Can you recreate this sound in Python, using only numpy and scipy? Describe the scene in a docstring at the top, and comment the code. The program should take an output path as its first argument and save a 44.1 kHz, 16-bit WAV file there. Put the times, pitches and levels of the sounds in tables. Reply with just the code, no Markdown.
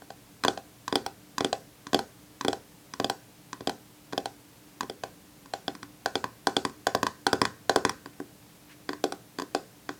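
"""Fingernails drumming on a phone

Long nails drum in quick rolls, little finger first, on a phone lying on a wooden table in a small,
quiet room. Each nail hits its own spot and rings the phone's short modes in its own mix; near the end
the phone is tilted up and tapped again. Nearby surfaces throw back dull echoes, the room adds a brief
tail, and a faint bed of hum and hiss sits underneath."""
import sys
import numpy as np
from scipy import signal
from scipy.fft import rfft, irfft
from scipy.io import wavfile

SR = 44100
rng = np.random.default_rng(int(sys.argv[2]) if len(sys.argv) > 2 else 0)


def pcm_store(signal):
    """Save signal as 16-bit PCM."""
    levels = np.round(np.clip(np.atleast_2d(signal), -1, 1) * 32767)
    wavfile.write(sys.argv[1], SR, levels.astype(np.int16).T)


N = 440559
TIME = np.arange(N) / SR

# The colour of the rumble and hiss. Each row: frequency in Hz, relative spectral level in dB.
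NOISE_COLOUR = [(11, -69), (18, -39), (48, -11.5), (91, -11), (108, -7.5), (182, -4), (265, -12),
                (297, 1.5), (333, -15), (374, -12), (630, -16), (817, -17), (1300, -21), (15100, -27.5),
                (18000, -39)]
# The steady hum. Each row: frequency in Hz, RMS level in dB.
HUM_TONES = [(118.4, -67.5), (300.5, -68.5)]
# The performance, tap by tap. Each row: start in seconds, stroke name, strength in dB.
NAIL_TAPS = [(.0198, "first", -8), (0.1037, "index", 2), (.437, "little", 17), (.4489, "ring", 19.5),
             (.4814, "middle", 22), (0.5751, "index", 7), (.8795, "little", 10.5), (0.9254, "ring", 13.5),
             (.9557, "middle", 20), (1.0632, "index", 11), (1.3814, "little", 13), (1.4065, "ring", 14.5),
             (1.446, "middle", 16.5), (1.5286, "index", 17), (1.868, "little", 4.5), (1.9315, "ring", 12),
             (1.9448, "middle", 21), (1.9909, "index", 13.5), (2.4103, "little", 9.5), (2.448, "ring", 11),
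             (2.482, "middle", 16.5), (2.5298, "index", 12), (2.9372, "little", 6.5), (2.9994, "ring", 13),
             (3.0443, "middle", 13.5), (3.0981, "index", 17.5), (3.53, "little", 8), (3.607, "ring", -2.5),
             (3.6726, "middle", 14.5), (3.6947, "index", 12.5), (4.125, "little", 1), (4.1313, "ring", 6),
             (4.178, "middle", 12.5), (4.2568, "index", 11.5), (4.808, "little", 12), (4.8309, "ring", 1.5),
             (4.8977, "middle", 4.5), (5.0362, "index", 10.5), (5.4584, "soft", -9.5),
             (5.5364, "index", 15), (5.68, "middle", 14), (5.751, "soft", -0.5), (5.8295, "soft", 4),
             (6.059, "first", 17.5), (6.1546, "middle", 17.5), (6.2414, "third", 11), (6.47, "first", 21.5),
             (6.5663, "middle", 20.5), (6.6504, "third", 16), (6.6961, "soft", -7), (6.8687, "first", 19.5),
             (6.9493, "second", 16.5), (7.0302, "third", 16.5), (7.0669, "last", 16), (7.2666, "first", 21),
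             (7.33, "second", 20.5), (7.416, "third", 20.5), (7.4524, "last", 18), (7.695, "first", 21.5),
             (7.7598, "second", 21.5), (7.85, "third", 20.5), (7.8942, "last", 15.5), (8.059, "rim", 1.5),
             (8.2011, "pad", 0.5), (8.891, "rim", 12), (8.9318, "glance", 5), (9.0397, "face", 16),
             (9.1224, "skim", 9), (9.3863, "rim", 7.5), (9.3982, "glance", 6.5), (9.42, "rim", 3.5),
             (9.5481, "face", 17.5), (9.891, "rim", 11)]
# How each named stroke lands. Each entry: spot number, fingertip thud in dB, contact hardness in dB.
# Spots 0-3 lie under the flat hand, little finger to index; 4-6 under the turned hand;
# 7 and 8 are on the tilted phone.
STROKE_TOUCH = {"little": (0, -4, -2.7), "ring": (1, 3.7, -4.7), "middle": (2, 2.9, -0.43),
                "index": (3, -.5, -2.1), "first": (4, 1.8, 0.79), "second": (6, 5.8, -1.8),
                "third": (5, 3.8, -3.5), "last": (5, -8, -4), "soft": (0, 3.4, 0), "rim": (7, -0.64, .5),
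                "pad": (7, 9.9, -28), "glance": (7, -7, -1.5), "face": (8, -3, 0.87), "skim": (8, -10, 0)}
FIRST_TILTED_SPOT = 7
# The hand's changing firmness, adding both thud and click. Each row: time in seconds, firmness in dB.
HAND_FIRMNESS = [(.45, -3.5), (1, .3), (2, 1), (4.2, 0.5), (5.1, -0.5), (5.6, -4.5), (6.2, -1.5), (7.3, 1),
                 (7.9, .5), (8.06, -4.5), (8.9, 0), (9.4, 3), (9.55, -3)]
# The ring of the phone on the table. Each row: frequency in Hz, 60 dB decay time in seconds,
# then the mode's gain in dB when struck at each of spots 0 to 8.
PHONE_MODES = [(113, 0.01, -10, -8, -11.5, -12.5, -15, -8.5, -12, -22, -30),
               (252, 0.023, 2.5, 3, 1.5, -5.5, -3, 1, -1.5, -4.5, -1),
               (410, 0.019, -11, 0.5, 0.5, -4, -1.5, -4.5, -1.5, 2, 8.5),
               (700.3, 0.014, -10, 5.5, 6.5, 9.5, 9.5, -0.5, 7, 2.5, 12),
               (759.4, 0.0095, -15, 0.5, 2, 6.5, 6, -3, 2.5, -2.5, 5.5),
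               (1028, 0.014, 9, 8, 0, 1.5, 5.5, 10, 7, 8, 3),
               (1052, 0.0063, 2.5, 1.5, -4.5, -7, -1, 2.5, 2.5, 1, 0),
               (1528, 0.021, -1, 0, -3.5, -3.5, 2.5, -1, 2, 1, -1.5),
               (1870, 0.011, -8, -8, -15.5, -16.5, -12.5, -6, -16, -6, -22),
               (2487, 0.018, -9, -8, -11.5, -12, -24.5, -7, -16, -11, -9.5),
               (3168, 0.018, -12.5, -8, -1.5, -7, -10.5, -9, -11, -13, -11.5),
               (3468, 0.016, -8, -3.5, 0.5, -11.5, -10, -6.5, -6.5, -8.5, -10),
               (4030, 0.015, -7.5, -7, -13, -6, -9, -13, -13, -16, -9.5),
               (4540, 0.0062, -11.5, -10, -8.5, -10, -11.5, -10.5, -11, -11.5, -13),
               (5015, 0.0039, -13, -12, -12, -15, -16, -10.5, -12.5, -17, -14),
               (5980, 0.0027, -16.5, -17, -23, -22, -22, -18.5, -19, -27, -22),
               (7630, 0.0015, -25.5, -27, -28, -26, -28, -22.5, -28.5, -33, -28.5),
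               (10630, 0.0034, -30.5, -27, -31, -40, -31.5, -27.5, -31, -37, -29),
               (14478, 0.0013, -49, -44, -44, -52, -41, -42, -36, -49, -44)]
# Bounces off nearby surfaces. Each row: delay in seconds, signed gain before the low-pass.
NEAR_ECHOES = [(.0072, 0.15), (0.0103, 0.19), (0.0118, -0.12), (0.0134, 0.18), (.014, -0.05), (.0211, 0.11),
               (0.0232, -0.11)]
# The room's reverb. Each row: frequency in Hz, level against the send in dB, 60 dB decay time in seconds.
TAIL_BANDS = [(100, -3.5, 0.41), (296, -9, 0.21), (500, -3, 0.29), (685, -14.5, 0.2), (1090, -11.5, 0.22),
              (1560, -10.5, 0.4), (2380, -9, 0.16), (3360, -11.5, 0.16), (4940, -13.5, 0.33),
              (7900, -12.5, 0.26), (15000, -27, 0.18)]
# The room's standing waves. Each row: frequency in Hz, 60 dB decay time in seconds, peak gain in dB.
STANDING_WAVES = [(86, 0.41, 5.5), (114.6, 0.77, 8), (292, 0.2, -9.5), (450, 0.31, -4.5), (530, 0.22, -3),
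                  (792, 0.15, 4.5), (1610, .22, -19)]
# A finger brushing the phone. Each row: centre in seconds, peak RMS level in dB, half-length in seconds.
FINGER_BRUSHES = [(8.136, -60, 0.0067), (8.715, -54, 0.027)]


def from_db(db):
    """Decibels to gain."""
    return 10 ** (np.asarray(db) / 20)


def unit_energy(x):
    """Scale to a total energy of one."""
    return x / np.sqrt(np.sum(x ** 2) + 1e-20)


def decay(t, t60):
    """Exponential fade, 60 dB down after t60 seconds."""
    return np.exp(-np.log(1000) * t / t60)


def butter(x, edge_hz, kind, order=2):
    """Causal Butterworth filter."""
    sections = signal.butter(order, np.clip(edge_hz, 10, SR * .45), kind, fs=SR, output="sos")
    return signal.sosfilt(sections, x)


def at_hz(table, hz, column=1):
    """Read one column of a table along a log-frequency axis."""
    table = np.array(table)
    return np.interp(np.log(np.maximum(hz, 1)), np.log(table[:, 0]), table[:, column])


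def resonate(x, hz, t60):
    """Ring one damped mode, with unity gain at its peak."""
    radius = decay(1 / SR, t60)
    feedback = [1, -2 * radius * np.cos(2 * np.pi * hz / SR), radius ** 2]
    return signal.lfilter(np.array([1, 0, -1]) * (1 - radius ** 2) / 2, feedback, x)


def add(track, start_s, sound):
    """Mix a sound into a track at start_s."""
    start = max(round(start_s * SR), 0)
    track[start:start + len(sound)] += sound[:len(track) - start]


def room_tone(noise_db=-54, whine_hz=14993, whine_db=-78):
    """The bed: room rumble and microphone hiss, with a low hum and a thin electric whine."""
    colour = from_db(at_hz(NOISE_COLOUR, np.fft.rfftfreq(N, 1 / SR)))
    noise = unit_energy(irfft(rfft(rng.standard_normal(N)) * colour, N)) * np.sqrt(N)
    tones = sum(np.sqrt(2) * from_db(db) * np.sin(2 * np.pi * (hz * TIME + rng.random()))
                for hz, db in [*HUM_TONES, (whine_hz, whine_db)])
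    return from_db(noise_db) * noise + tones


def finger_touch(start_s, stroke, strength_db, usual_db=14):
    """Spot, thud and hardness of a tap: a stronger one is more nail and less fingertip."""
    spot, thud_db, hard_db = STROKE_TOUCH[stroke]
    firm_db = np.interp(start_s, *np.transpose(HAND_FIRMNESS))
    accent_db = strength_db - usual_db
    thud_db = thud_db - 0.2 * accent_db + 1.05 * firm_db
    hard_db = hard_db + 0.03 * accent_db + firm_db
    return spot, thud_db, hard_db


def nail_contact(scuff_db=7.5, scuff_t60=0.02, scuff_hz=5400, blow_hz=11000, size=2048):
    """The attack: a sharp blow, then a few milliseconds of fine scuff as the nail skids on the glass."""
    t = np.arange(size) / SR
    blow = butter(signal.unit_impulse(size), blow_hz, "low", order=1)
    skid = unit_energy(rng.standard_normal(size) * decay(t, scuff_t60))
    return blow + from_db(scuff_db) * butter(skid, scuff_hz, "high", order=5)


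def phone_knock(spot, thud_db, hard_db, thud_hz=900, hard_hz=1500, scatter_db=1.26, flex_db=6.5):
    """The body: the spot mixes the modes; fingertip weight feeds the lows, a hard contact the highs."""
    hz, t60, *spot_db = np.transpose(PHONE_MODES)
    low_weight = np.clip(np.log2(thud_hz / hz), 0, 1)
    high_weight = np.maximum(np.log2(hz / hard_hz) / 2, 0)
    mode_db = spot_db[spot] + thud_db * low_weight + hard_db * high_weight
    gains = from_db(mode_db + scatter_db * rng.standard_normal(len(hz)))
    force = nail_contact()
    # neighbouring modes swing in opposite directions
    knock = sum((-1) ** k * gains[k] * resonate(force, hz[k], t60[k]) for k in range(len(hz)))
    if spot >= FIRST_TILTED_SPOT:   # standing on one edge, the phone flexes with a longer low knock
        knock -= from_db(flex_db + thud_db) * resonate(force, hz=292, t60=0.049)
    return knock


def scattered_click(click_hz=4300, click_t60=0.00052, top_hz=8000, spread_t60=0.047, size=2048):
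    """Heard from all directions at once, the high modes blur into one broad click, new on every tap."""
    t = np.arange(size) / SR
    burst = unit_energy(rng.standard_normal(size) * decay(t, spread_t60))
    return butter(resonate(burst, click_hz, click_t60), top_hz, "low", order=1)


def drumming(click_db=-14.0, hard_share=0.23, low_cut_hz=50):
    """Play every tap onto two tracks: the direct knocks, and the clicks thrown into the room."""
    knocks, clicks = np.full((2, N), 1e-18)
    for start_s, stroke, strength_db in NAIL_TAPS:
        spot, thud_db, hard_db = finger_touch(start_s, stroke, strength_db)
        add(knocks, start_s, from_db(strength_db) * phone_knock(spot, thud_db, hard_db))
        add(clicks, start_s, from_db(strength_db + click_db + hard_share * hard_db) * scattered_click())
    return butter(knocks, low_cut_hz, "high"), clicks   # a small body radiates little deep bass


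def room_boom(knocks):
    """Each knock sets the room's standing waves ringing."""
    return sum(from_db(db) * resonate(knocks + 1e-18, hz, t60) for hz, t60, db in STANDING_WAVES)


def early_echoes(knocks, dull_hz=680, wall_delay_s=0.0243, wall_db=-25, size=2048):
    """Close surfaces return only the low knock; one hard wall slaps back the whole tap."""
    response = np.zeros(size)
    for delay_s, gain in NEAR_ECHOES:
        add(response, delay_s, np.array([gain]))
    response = butter(response, dull_hz, "low", order=3)
    add(response, wall_delay_s, from_db([wall_db]))
    return signal.fftconvolve(knocks, response)[:N]


def room_tail(send, predelay_s=0.0026, build_up_s=0.0015, bands=18):
    """Diffuse reflections swell after a short gap and die away band by band."""
    t = np.arange(SR // 2) / SR
    swell = 1 - np.exp(-np.maximum(t - predelay_s, 0) / build_up_s)
    edges_hz = np.geomspace(60, 18000, bands + 1)
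    response = np.zeros(len(t))
    for low, high in zip(edges_hz, edges_hz[1:]):
        centre_hz = np.sqrt(low * high)
        noise = butter(rng.standard_normal(len(t)), [low, high], "band")
        band = unit_energy(noise * swell * decay(t, at_hz(TAIL_BANDS, centre_hz, column=2)))
        spectrum_share = 2 * (high - low) / SR
        response += from_db(at_hz(TAIL_BANDS, centre_hz)) * np.sqrt(spectrum_share) * band
    return signal.fftconvolve(send, response)[:N]


def finger_brush(band_hz=(1400, 2800)):
    """Skin slides softly over the case as the phone is raised."""
    friction = unit_energy(butter(rng.standard_normal(N), band_hz, "band", order=1)) * np.sqrt(N)
    swells = sum(from_db(db) * np.exp(-((TIME - centre_s) / half_s) ** 2)
                 for centre_s, db, half_s in FINGER_BRUSHES)
    return friction * swells


def scene(send_top_hz=2000):
    """The mono mix: the taps, the room's answer and the finger brushes, over the room tone."""
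    knocks, clicks = drumming()
    send = butter(knocks, send_top_hz, "low", order=3) + clicks   # the low knock spreads evenly all round
    room = room_boom(knocks) + early_echoes(knocks) + room_tail(send)
    return (knocks + room + finger_brush() + room_tone())[None]


def record(dry, ceiling=0.84, cutoff_hz=17800):
    """Soft saturation rounds the sharpest peaks, then a steep low-pass trims the very top."""
    rounded = ceiling * np.tanh(dry / ceiling)
    return signal.sosfilt(signal.ellip(8, .2, 70, cutoff_hz, fs=SR, output="sos"), rounded)


dry = scene()
out = record(dry)
pcm_store(out)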